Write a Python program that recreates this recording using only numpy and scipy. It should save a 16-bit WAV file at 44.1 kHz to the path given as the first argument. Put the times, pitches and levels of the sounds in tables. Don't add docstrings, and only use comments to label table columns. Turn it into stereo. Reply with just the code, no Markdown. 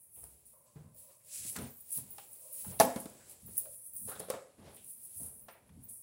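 import sys
import numpy as np
from scipy import signal
from scipy.fft import rfft, irfft
from scipy.io import wavfile

SR = 44100
rng = np.random.default_rng(int(sys.argv[2]) if len(sys.argv) > 2 else 0)


def to_wav(sig):
    pcm = np.clip(np.atleast_2d(sig), -1, 1) * 32767
    pcm = np.round(pcm).astype(np.int16)
    wavfile.write(sys.argv[1], SR, pcm.T)


def invert_db(level):
    return 10 ** (np.asarray(level, dtype=float) / 20)


N = 265614


def clock(seconds):
    return np.arange(round(seconds * SR)) / SR


def in_time(rows):
    s, *columns = np.transpose(rows)
    return [np.interp(np.arange(N) / SR, s, c) for c in columns]


def at_hz(points, hz):
    table_hz, values = np.transpose(points)
    return np.interp(np.log(np.maximum(hz, 1)), np.log(table_hz), values)


def rms_one(x):
    return x / np.sqrt(np.mean(x ** 2) + 1e-20)


def panned(x, pan_db):
    return x * np.array([invert_db(pan_db / 2), invert_db(-pan_db / 2)]).reshape(2, -1)


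def drift(rate):
    return np.interp(np.arange(N) * rate / SR, np.arange(400), rng.standard_normal(400))


def butter(x, order, hz, kind):
    return signal.sosfilt(signal.butter(order, hz, kind, fs=SR, output="sos"), x)


def resonance(x, hz, width):
    r = np.exp(-np.pi * width / SR)
    poles = [1, -2 * r * np.cos(2 * np.pi * hz / SR), r * r]
    return signal.lfilter([(1 - r * r) / 2, 0, (r * r - 1) / 2], poles, x)


def coloured(x, spectrum):
    size = 4096
    log_gain = at_hz(spectrum, np.fft.rfftfreq(size, 1 / SR)) * np.log(10) / 20
    cepstrum = irfft(log_gain)
    cepstrum[1:size // 2] *= 2
    cepstrum[size // 2 + 1:] = 0
    taps = rms_one(irfft(np.exp(rfft(cepstrum)))) / np.sqrt(size)
    return signal.oaconvolve(np.atleast_2d(x), taps[None], axes=1)[:, :np.shape(x)[-1]]


def swells(rows, rest_db):
    t, power = np.arange(N) / SR, invert_db(2 * rest_db)
    for s, db, rise, fall in rows:
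        away = np.maximum((s - t) / max(rise, .003), (t - s) / max(fall, .003))
        power = power + invert_db(2 * db - 40 * np.maximum(away, 0))
    return np.sqrt(power)


# pitch_hz, likeness (0 to 1)
PORT_LIKENESS = [(60, 0.93), (150, 0.93), (280, 0.85), (640, 0.45), (1400, 0), (3000, .0), (15000, 0.009)]


def ports(pair):
    left, right = rfft(pair)
    alike = np.clip(at_hz(PORT_LIKENESS, np.fft.rfftfreq(pair.shape[1], 1 / SR)), 0, 1)
    mid = np.sqrt(1 + alike) * (left + right) / 2
    side = np.sqrt(1 - alike) * (left - right) / 2
    return irfft(np.array([mid + side, mid - side]), pair.shape[1])


def grains(per_s, spread_db):
    sizes = invert_db(spread_db * np.minimum(rng.exponential(1, (2, N)), 5))
    clicks = sizes * (rng.random((2, N)) < per_s / SR)
    return rms_one(ports(rng.standard_normal((2, N)) * (1.4 + clicks)))


def struck(modes, seconds, spread_db):
    t, out = clock(seconds), 0
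    for hz, db, t60 in modes:
        luck_db = spread_db * rng.normal()
        out = out + invert_db(db + luck_db - 60 * t / t60) * np.sin(2 * np.pi * hz * t)
    return out


def add(out, s, sound):
    i = round(s * SR)
    out[:, i:i + sound.shape[1]] += sound[:, :N - i]


# pitch_hz, level_db (per Hz)
AIR_SPECTRUM = [(18, -40.5), (30, -9), (118, 4.5), (303, -9), (600, -6), (684, -15), (866, -10),
                (1390, -18.5), (2290, -14.5), (3580, -24.5), (10500, -13), (13500, -26), (16000, -34)]


def air():
    return invert_db(-66.5 - 9.0) * rms_one(coloured(ports(rng.standard_normal((2, N))), AIR_SPECTRUM))


# pitch_hz, level_db (per Hz)
RUMBLE_SPECTRUM = [(15, -51.5), (25, -32), (48, -2.5), (103, 3), (157, -4), (205, -3), (244, -2),
                   (330, -26.5), (430, -47.5), (730, -120)]
# peak_s, peak_db, fade_s (per 20 dB)
WEIGHT_SHIFTS = [
    (.25, -70.5, .5),
    (.85, -59, 0.2),
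    (1.42, -61.5, .5),
    (2.05, -59.5, 0.22),
    (2.72, -57, 0.72),
    (3.48, -61.5, 0.43),
    (4.06, -55.5, 0.28),
    (4.66, -64, 0.5),
    (5.22, -63, 0.65),
    (5.75, -56, 0.26),
]
REST_WOOD_DB = -91.5


def floor_rumble():
    rumble = rms_one(coloured(ports(rng.standard_normal((2, N))), RUMBLE_SPECTRUM))
    shifts = [(s, db, .13, fade) for s, db, fade in WEIGHT_SHIFTS]
    return rumble * invert_db(1.0 * drift(13)) * swells(shifts, REST_WOOD_DB)


# pitch_hz, width_hz, level_db
SLIDE_RESONANCES = [(470, 390, 7.5), (800, 210, -18.5), (365, 240, -3.5), (1113, 140, -14),
                    (1950, 2700, -10)]
# peak_s, peak_db, fade_s (swell and fade per 20 dB)
BOARD_SLIDES = [
    (1.11, -66.5, 0.03),
    (1.61, -53.5, 0.1649),
    (2.15, -67, 0.74),
    (2.731, -53, 0.096),
    (3.1, -60, 0.72),
    (4.129, -51.5, 0.04),
    (4.26, -60.5, 0.31),
    (4.681, -63, 0.39),
    (5.25, -69.5, 0.44),
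    (5.7, -71, 0.7),
]


def sliding():
    rub, slide = grains(330, spread_db=3.5), 0
    for k, (hz, width, db) in enumerate(SLIDE_RESONANCES):
        slide = slide + (-1) ** k * invert_db(db) * resonance(rub, hz, width)
    gestures = [(s, db, fade, fade) for s, db, fade in BOARD_SLIDES]
    return rms_one(slide) * invert_db(3.1 * drift(12)) * swells(gestures, REST_WOOD_DB)


# pitch_hz, level_db, t60_s
JOIST_MODES = [(69.3, -8, .3), (90, -1, 0.32), (134, -2, 0.34), (149, -3, 0.17), (205, -16, 0.14)]
# start_s, peak_db, pitch_hz, t60_s
FLOOR_THUMPS = [(0.162, -54, 68.4, 0.2), (0.214, -49.5, 63.6, 0.68), (0.756, -39.5, 147.8, 0.46),
                (1.403, -50, 107.3, 1), (1.574, -32.5, 178, 0.24), (1.62, -32.5, 228.3, 0.28),
                (1.97, -43, 130, 0.4), (2.666, -31, 182, 0.19), (2.802, -36, 214.5, 0.22),
                (3.43, -41, 181, 0.31), (4.011, -44.5, 189.6, 0.42), (4.183, -44, 176.5, 0.58),
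                (4.319, -50, 177, 0.16), (4.584, -44.5, 187, 0.43), (4.661, -46, 149, 0.28),
                (5.16, -50, 86, 0.23), (5.212, -37.5, 229, 0.14), (5.238, -43.5, 82.8, 0.29),
                (5.7, -45.5, 161.6, 0.34), (5.772, -39.5, 246.5, 0.15)]


def thumps():
    out, t = np.zeros((2, N)), clock(.6)
    joists = [(f, level - 1.5, 0.77 * decay) for f, level, decay in JOIST_MODES]
    for s, db, hz, t60 in FLOOR_THUMPS:
        t60 = max(t60, .03)
        body = struck([(hz, 0, t60), (hz * 1.13, -6, t60)] + joists, .6, spread_db=1.0)
        add(out, s, panned(invert_db(db - 9) * body * (1 - np.exp(-t / 0.0054)), 0))
    return out


# pitch_hz, width_hz, level_db
BOX_RESONANCES = [(527, 54, 4.5), (614, 56, 2.5), (1010, 130, 8.5)]
# peak_s, peak_db, rise_s, fall_s (per 20 dB), upper_db (upper resonance, relative)
BOX_CREAKS = [
    (0.535, -76.5, 0.021, 1.3, -1.5),
    (1.109, -73.5, 0.12, 0.14, -3.5),
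    (.96, -74, 0.076, 0.44, -30),
    (1.264, -78.5, 0.045, 0.5, -43),
    (2.47, -66.5, 0.14, 0.33, -11.5),
    (3.669, -59.5, 0.056, 0.13, -36),
]


def creak():
    slips, bands = grains(200, spread_db=4.0), []
    for hz, width, db in BOX_RESONANCES:
        bands.append(rms_one(resonance(resonance(slips, hz, width), hz, 3 * width)) * invert_db(db))
    low, high, upper = bands
    deep = swells([(s, db, rise, fall) for s, db, rise, fall, _ in BOX_CREAKS], rest_db=-120)
    bright = swells([(s, db + up_db, rise, fall) for s, db, rise, fall, up_db in BOX_CREAKS], rest_db=-120)
    return invert_db(-4.0) * (deep * (low - high) + bright * upper)


# pitch_hz, level_db (per Hz)
HISS_SPECTRUM = [(3240, -62), (5000, -32), (6880, -25.5), (8400, -11.5), (9300, -2), (10800, -0.5),
                 (12400, -8.5), (14000, -11.5), (15300, -3), (15900, -5)]
# peak_s, peak_db, rise_s, fall_s (per 20 dB), airy_db (airy top, relative)
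CLOTH_STROKES = [(0.034, -55, 0.283, 0.14, -3), (0.152, -49, 0.067, 0.316, -1.5),
                 (0.198, -49, 0.11, 0.217, -4), (0.455, -55.5, 0.0057, 0.42, -2),
                 (0.988, -50, 0.051, 0.3, -1), (1.266, -62, 0.038, 1, 6), (1.355, -39.5, 0.088, 0.3, -8),
                 (1.497, -37.5, 0.14, 0.12, -5), (1.616, -50, 0.053, 0, 5), (1.812, -52, 0.14, -0.9, -8),
                 (1.927, -34.5, 0.024, 0.125, -6), (1.972, -31, 0.084, 0.05, 0.5),
                 (2.109, -52.5, 0.079, 0.7, 2), (2.338, -51, 0.14, 0.6, -2), (2.62, -41.5, 0.24, 0.5, 0.5),
                 (2.801, -24.5, 0.0059, 0.06, -3), (2.53, -42, 0.026, 0.34, 1),
                 (3.008, -46.5, 0.14, 0.11, -12), (3.318, -46, 0.077, 0.05, -8),
                 (3.555, -48, 0.21, 0.03, -4), (3.581, -30.5, 0.017, 0.0633, -2.5),
                 (3.595, -45, 0.182, 0.2, -5), (3.759, -43.5, 0.31, 0.17, -7),
                 (3.867, -42.5, 0.063, 0.09, -5), (3.968, -40.5, 0.03, 0.23, 0),
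                 (4.099, -40, 0.21, 0.0852, -5), (4.2, -48.5, 0.0054, 0.25, -14.5),
                 (4.301, -48.5, 0.0066, 0.07, -15), (4.771, -54, 0.13, -0.03, -6.5),
                 (4.908, -43.0, 0.11, 0.101, -4.5), (5.06, -45.5, 0.12, 0.04, -2),
                 (5.118, -55, 0.673, 0.08, -16), (5.177, -41.5, 0.07, 0.12, -3.5),
                 (5.241, -42, 0.24, 0.23, -7), (5.415, -54.5, 0.164, 0, 1.5),
                 (5.512, -62.5, 0.068, -0.1, -4), (5.684, -64, 0.012, -0.7, -9.5),
                 (5.84, -51.5, 0.025, 0, -4.5), (5.89, -44, 0.006, 0.35, -8.5), (6.02, -54.0, 0.3, 2, -6)]


def sleeves(rub, flicker):
    hiss = coloured(rub, HISS_SPECTRUM) * invert_db(0.9 * flicker)
    airy_hz = 12400
    body = rms_one(butter(hiss, 4, airy_hz, "low"))
    top = rms_one(butter(np.roll(hiss, N // 3, axis=1), 4, airy_hz, "high"))
    body_gain = swells([(s, db - 2.0, rise, fall) for s, db, rise, fall, _ in CLOTH_STROKES], rest_db=-77)
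    top_gain = swells([(s, db + airy_db, rise, fall) for s, db, rise, fall, airy_db in CLOTH_STROKES],
                      rest_db=-94)
    return body * body_gain + top * top_gain


# pitch_hz, level_db (per Hz)
SCRAPE_SPECTRUM = [(940, -39), (1500, -24.5), (2500, -15), (3300, -16.5), (5200, -12), (6200, -12.5),
                   (8000, -1.5), (10400, -25), (17600, -120)]
# peak_s, peak_db (between 2 and 6 kHz), rise_s, fall_s (per 20 dB)
FIRM_PULLS = [(0.18, -86, 0.041, 1.5), (0.256, -73.5, 0.1, 0.4), (0.669, -77, 0.023, 0.3),
              (0.786, -85, 0.109, 0.5), (0.975, -75.5, 0.028, 0.6), (1.124, -73, 0.25, 0.1),
              (1.338, -55.5, 0.083, 0.42), (1.431, -54, 0.13, 0.15), (1.499, -53.5, 0.141, 0),
              (1.573, -52.5, 0.046, 0.01), (1.955, -56.0, 0.089, 0.16), (2.199, -66.5, 0.16, 0.23),
              (2.619, -63, 0.12, -0.3), (2.719, -60, 0.37, 0), (2.8, -40, 0.003, 0.05),
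              (2.803, -52, 0.0092, 0.32), (2.811, -40, 0.01, 0.0061), (2.837, -50.0, 0.026, 0.07),
              (3.303, -70.5, 0.775, 0.6), (3.314, -64, 0.061, 0.074), (3.571, -63, 0.049, 0.15),
              (3.748, -72.0, 0.682, -0.53), (3.991, -74.0, 0.072, -2), (4.091, -62.5, 0.048, 0.2),
              (4.198, -60.5, 0.061, 0.06), (4.297, -57, 0.0061, 0.14), (4.318, -74.5, 0.039, 0.3),
              (4.58, -85.5, 0.01, 0.4), (4.765, -74, 0.02, 0.3), (5.267, -72.5, 0.83, 0.12),
              (5.481, -79, 0.0066, 0), (5.92, -79.5, 0.32, 0)]


def scrapes():
    scrape = coloured(grains(3200, spread_db=3.5), SCRAPE_SPECTRUM)
    middle = butter(scrape, 4, [2200, 6000], "band")
    scrape = scrape / np.sqrt(np.mean(middle ** 2)) * invert_db(1.7 * drift(21))
    return scrape * swells(FIRM_PULLS, rest_db=-93)


# pitch_hz, level_db, t60_s
JAW_MODES = [(9150, -4, .025), (11800, -5, .03), (12700, -12, .02), (13900, -12, .02), (14900, -6, .025),
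             (15400, 0, .03)]
# peak_s, peak_db, rise_s, fall_s (per 20 dB)
JAW_SINGS = [(.16, -62, .06, 0.1), (.46, -70, .01, 0.8), (1.63, -54, .02, 1.5), (1.8, -61, .08, -2),
             (2.12, -58, 0.018, 0.5), (2.33, -60, .15, 0), (3.5, -62, 0.077, 0.3), (3.95, -50, .02, 0.1),
             (4.98, -58, 0.099, 0.3), (5.42, -62.5, .03, 0.2), (5.85, -60, .02, .5)]


def singing_jaws(rub, flicker):
    width_hz, flicker_db = 190, 5.0
    sing = 0
    for k, (hz, db, _) in enumerate(JAW_MODES):
        band = resonance(resonance(rub, hz, width_hz), hz, 3 * width_hz)
        sing = sing + invert_db(db + flicker_db * np.roll(flicker, k * N // 7)) * band
    return rms_one(sing) * swells(JAW_SINGS, rest_db=-100)


# time_s, pan_db (left minus right)
HAND_PAN = [(0, 0.5), (.72, 1), (.95, 5.5), (1.1, 2), (1.72, 0.5), (1.8, 4), (1.87, -1), (2.02, -2.5),
            (2.12, 3), (2.34, 0), (3.3, -3), (4.11, -6), (4.39, 0), (4.74, -9), (5.45, -6), (5.8, -9),
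            (6.02, -7)]


def rustle():
    rub, flicker = grains(10000, spread_db=4.0), drift(28)
    return panned(sleeves(rub, flicker) + singing_jaws(rub, flicker) + scrapes(), *in_time(HAND_PAN))


# start_s, level_db, pitch_hz (resonance), width_hz, fade_s
GRIT_SCUFFS = [(.16, -66, 330, 620, 0.15), (.15, -73.5, 2670, 1500, 0.11), (.232, -59, 400, 900, 0.023),
               (1.556, -42, 1170, 1340, 0.029), (2.184, -54.5, 2800, 1510, 0.029),
               (2.7998, -16, 4000, 660, 0.0014), (2.7996, -13.5, 5500, 860, 0.0012),
               (2.7975, -29.5, 20100, 5000, 0.0042), (2.83, -30, 240, 110, 0.03),
               (2.96, -41, 950, 1240, 0.0097), (3.6, -71, 3640, 500, 0.015), (4.092, -50, 1220, 390, 0.028),
               (4.116, -50, 1430, 450, 0.046), (4.152, -53, 3550, 690, 0.012),
               (4.135, -60, 1200, 980, .012), (4.23, -49.5, 640, 640, 0.015),
               (5.485, -64.5, 2900, 750, 0.025), (4.205, -57.5, 3660, 1100, 0.04),
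               (4.764, -60, 2830, 1500, 0.043), (4.6, -61.5, 340, 620, 0.11), (5.19, -59.5, 270, 600, 0.11),
               (5.485, -58, 1650, 1500, 0.034), (.2398, -50, 5500, 1700, 0.001),
               (1.2, -75, 2100, 930, 0.028), (4.303, -42.5, 1190, 340, 0.026), (1.3, -51, 6200, 3000, 0.2),
               (2.84, -33, 520, 120, 0.023), (2.868, -38, 890, 200, 0.025), (4.086, -61, 3800, 700, 0.046),
               (4.228, -56, 3800, 900, .01), (5.53, -62, 1900, 1500, 0.041), (5.545, -59, 600, 700, .03),
               (2.1825, -45, 3700, 2200, .0015), (2.7925, -40, 3500, 3000, 0.0022),
               (3.2, -63.5, 1600, 1000, 0.044), (2.408, -54, 9500, 4100, .12)]


def scuffs():
    out, t, grit = np.zeros((2, N)), clock(.4), grains(390, spread_db=6.0)
    for k, (s, db, hz, width, fade) in enumerate(GRIT_SCUFFS):
        piece = grit[:, k * 7000:k * 7000 + len(t)]
        burst = rms_one(resonance(resonance(piece, hz, width), hz, width))
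        onset = np.minimum(t / max(0.13 * fade, .0003), 1)
        add(out, s, invert_db(db) * burst * np.exp(-t / max(fade, .0006)) * onset)
    return out


# pitch_hz, level_db, t60_s
BOARD_MODES = [(221, -6, 0.065), (285, -7.5, 0.058), (342.8, -21, .04), (439, -2, 0.05), (529, -4.5, 0.097),
               (658, -9, 0.052), (821.5, -2.5, 0.029), (1068, -4, 0.05), (1250, -15, 0.077),
               (1750, -4.5, 0.031)]
# pitch_hz, level_db (per Hz)
CRACK_SPECTRUM = [(1180, -28), (2000, -8), (2810, -8), (3710, -3.5), (5540, -4), (7840, -8), (9250, 3.5),
                  (11000, -2.5), (15200, -4.5), (16000, -6)]
# start_s, peak_db, pitch_hz, crack_db (relative), t60_s
BOARD_KNOCKS = [(.755, -54.5, 296, -25.5, 0.37), (1.45, -40, 205, -4, 0.039), (1.558, -46, 236, 3, 0.3),
                (1.563, -38.5, 187, 10.5, 0.08), (1.587, -33.5, 238, -3, 0.094),
                (1.976, -45.5, 241, 7, 0.11), (2.183, -44, 800, 4, 0.057), (2.646, -48.5, 864, -0.5, 0.096),
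                (2.8001, -7.5, 668, -5.5, 0.049), (2.8065, -7.5, 851, -13, 0.053),
                (2.8131, -16, 460, -22, 0.033), (2.9605, -20.5, 235, -13, 0.06),
                (3.0566, -23, 265, -19, 0.025), (3.478, -48, 216.4, -20, 0.09),
                (3.655, -48.5, 520, -12.5, 0.045), (2.8025, -14.5, 245.4, -40, 0.06),
                (4.076, -46, 589, -12.5, 0.033), (4.085, -42, 491, -4, 0.13),
                (4.116, -41, 767, -10.5, 0.07), (4.157, -41, 552, -5, 0.073), (4.199, -37, 498, 1, 0.12),
                (4.285, -34, 494, -17, 0.027), (4.301, -22.5, 504, -4, 0.055),
                (4.336, -32.5, 546, -30, .15), (4.581, -46.5, 189, -27, 0.13),
                (5.4837, -39.5, 720, -12, 0.081), (5.692, -55, 965, -8.5, 0.028)]


def knocks():
    out, t = np.zeros((2, N)), clock(.4)
    for s, db, hz, crack_db, t60 in BOARD_KNOCKS:
        t60 = max(t60, .01)
        thud_db = -14.5 - 0.24 * db
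        near = [(f, level - 6.54 * abs(np.log2(f / hz)), decay * t60 / 0.081)
                for f, level, decay in BOARD_MODES]
        body = struck([(hz, -2, t60)] + near, .4, spread_db=2.0)
        noise = rng.standard_normal((4, len(t)))
        wide = noise[0] + 0.66 * noise[1] * [[1], [-1]]
        thud = rms_one(resonance(wide, hz * 1.14, hz * 0.74)) * invert_db(thud_db - 60 * t / (1.51 * t60))
        snap = np.exp(-t / 0.0023) + 0.33 * np.exp(-t / 0.0083)
        crack = coloured(noise[2:] * snap, CRACK_SPECTRUM)
        swell = 1 - np.exp(-t * hz / .7)
        add(out, s, invert_db(db - 4.0) * (body + thud) * swell + invert_db(db + crack_db - 4.0) * crack)
    return out


# start_s, peak_db, ring_db (relative), pitch_hz (favoured), crackle_s
STEEL_TICKS = [(0.2394, -23.5, -35, 10200, .001), (.455, -40, -16.5, 9500, 0.0011),
               (0.9453, -45, -13, 15000, .003), (0.9777, -53, -10, 12000, .003),
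               (1.1677, -45, -23, 8570, 0.0022), (1.2476, -42, -19, 8000, 0.0027),
               (1.495, -35.5, -33, 10000, 0.018), (1.6187, -35.5, -10.5, 9100, .004),
               (1.769, -40, -16, 15300, 0.0035), (1.806, -35, -17, 13900, 0.0086),
               (1.8855, -45, -33, 10500, 0.0024), (1.9057, -27, -27, 10600, .003),
               (2.105, -34, -11, 15300, 0.011), (2.309, -43, -9, 15200, 0.0033),
               (2.3297, -34, -25, 9190, 0.0056), (2.407, -38.5, -15, 10100, .003),
               (2.793, -25, -30, 11000, 0.0011), (2.8135, -12, -28, 11200, .002),
               (2.82, -20, -27, 11500, .002), (2.852, -20, -30.5, 11800, 0.0024),
               (3.0003, -27.5, -24, 11100, 0.0054), (3.0979, -38, -27, 9900, 0.0022),
               (3.2959, -36, -17, 10800, .003), (3.4609, -35, -12, 13300, 0.0033),
               (3.569, -24.5, -23, 10000, .004), (3.5786, -8, -27, 15400, 0.0027),
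               (3.587, -18, -28.5, 9800, 0.0018), (3.9345, -29.5, -12, 15300, 0.0034),
               (3.965, -22, -22, 9200, 0.0017), (4.096, -30, -26, 15400, 0.0037),
               (4.1953, -26.5, -28.5, 9600, 0.0035), (4.2015, -18.5, -40, 9100, 0.0011),
               (4.7466, -39, -24, 10400, 0.0023), (4.7642, -32.5, -23, 9300, 0.0021),
               (4.8439, -38, -25, 10970, 0.0034), (5.232, -28, -24.5, 9660, 0.0051),
               (5.261, -29.5, -25, 10750, 0.0057), (5.414, -48, -4, 15000, .003),
               (5.5074, -53.5, -4.5, 11800, .003), (5.8364, -43.5, -6, 15400, 0.0028)]


def ticks():
    out, t = np.zeros((2, N)), clock(.4)
    pan_db, = in_time(HAND_PAN)
    for s, db, ring_db, hz, crackle_s in STEEL_TICKS:
        noise = rng.standard_normal((2, 2, len(t))) * np.minimum(t / 0.00051, 1)
        crackle = coloured(noise[0] * np.exp(-t / max(crackle_s, .0004)), HISS_SPECTRUM)
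        crackle = 0.64 * crackle + resonance(crackle, hz, 2300)
        modes = [(f, level - 25.5 * abs(np.log2(f / hz)), t60) for f, level, t60 in JAW_MODES]
        ring = struck(modes, .06, spread_db=2)
        ring = ring * np.minimum(np.arange(len(ring)) / (.0015 * SR), 1)
        ring = ring / np.sqrt(np.sum(ring ** 2))
        blows = noise[1] * np.exp(-t / .032)
        chatter = signal.oaconvolve(blows, ring[None], axes=1)[:, :len(t)]
        tick = invert_db(db - 6.0) * crackle + invert_db(db + ring_db + 0.5) * chatter
        add(out, s, panned(tick, pan_db[round(s * SR)]))
    return out


# pitch_hz, t60_s
ROOM_DECAY = [(100, 0.19), (500, 0.48), (2000, 0.43), (8000, 0.21), (12000, .23), (15000, 0.27)]


def room(x):
    t, tail = clock(.7), 0
    for low in 44 * 2. ** np.arange(9):
        band = butter(rng.standard_normal((2, len(t))), 2, [low, min(2 * low, .45 * SR)], "band")
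        tail = tail + band * invert_db(-60 * t / at_hz(ROOM_DECAY, low * np.sqrt(2)))
    tail = ports(tail) * (t > .005)
    return signal.oaconvolve(x, rms_one(tail) / np.sqrt(len(t)), axes=1)[:, :N]


def scene():
    background = air() + floor_rumble() + sliding() + thumps() + creak()
    boards, steel = scuffs() + knocks(), ticks()
    wet = room(invert_db(-15.5) * steel + invert_db(-9.5) * boards)
    return background + rustle() + boards + steel + wet


def low_pass(x):
    return signal.sosfilt(signal.butter(12, 17040, fs=SR, output="sos"), x)


def record(dry):
    thin = butter(dry, 4, 52, "high")
    rounded = .9 * np.tanh(thin / .9)
    mix = signal.sosfilt(signal.cheby2(20, 55, 16200, fs=SR, output="sos"), rounded)
    return low_pass(mix)


dry = scene()
out = record(dry)
to_wav(out)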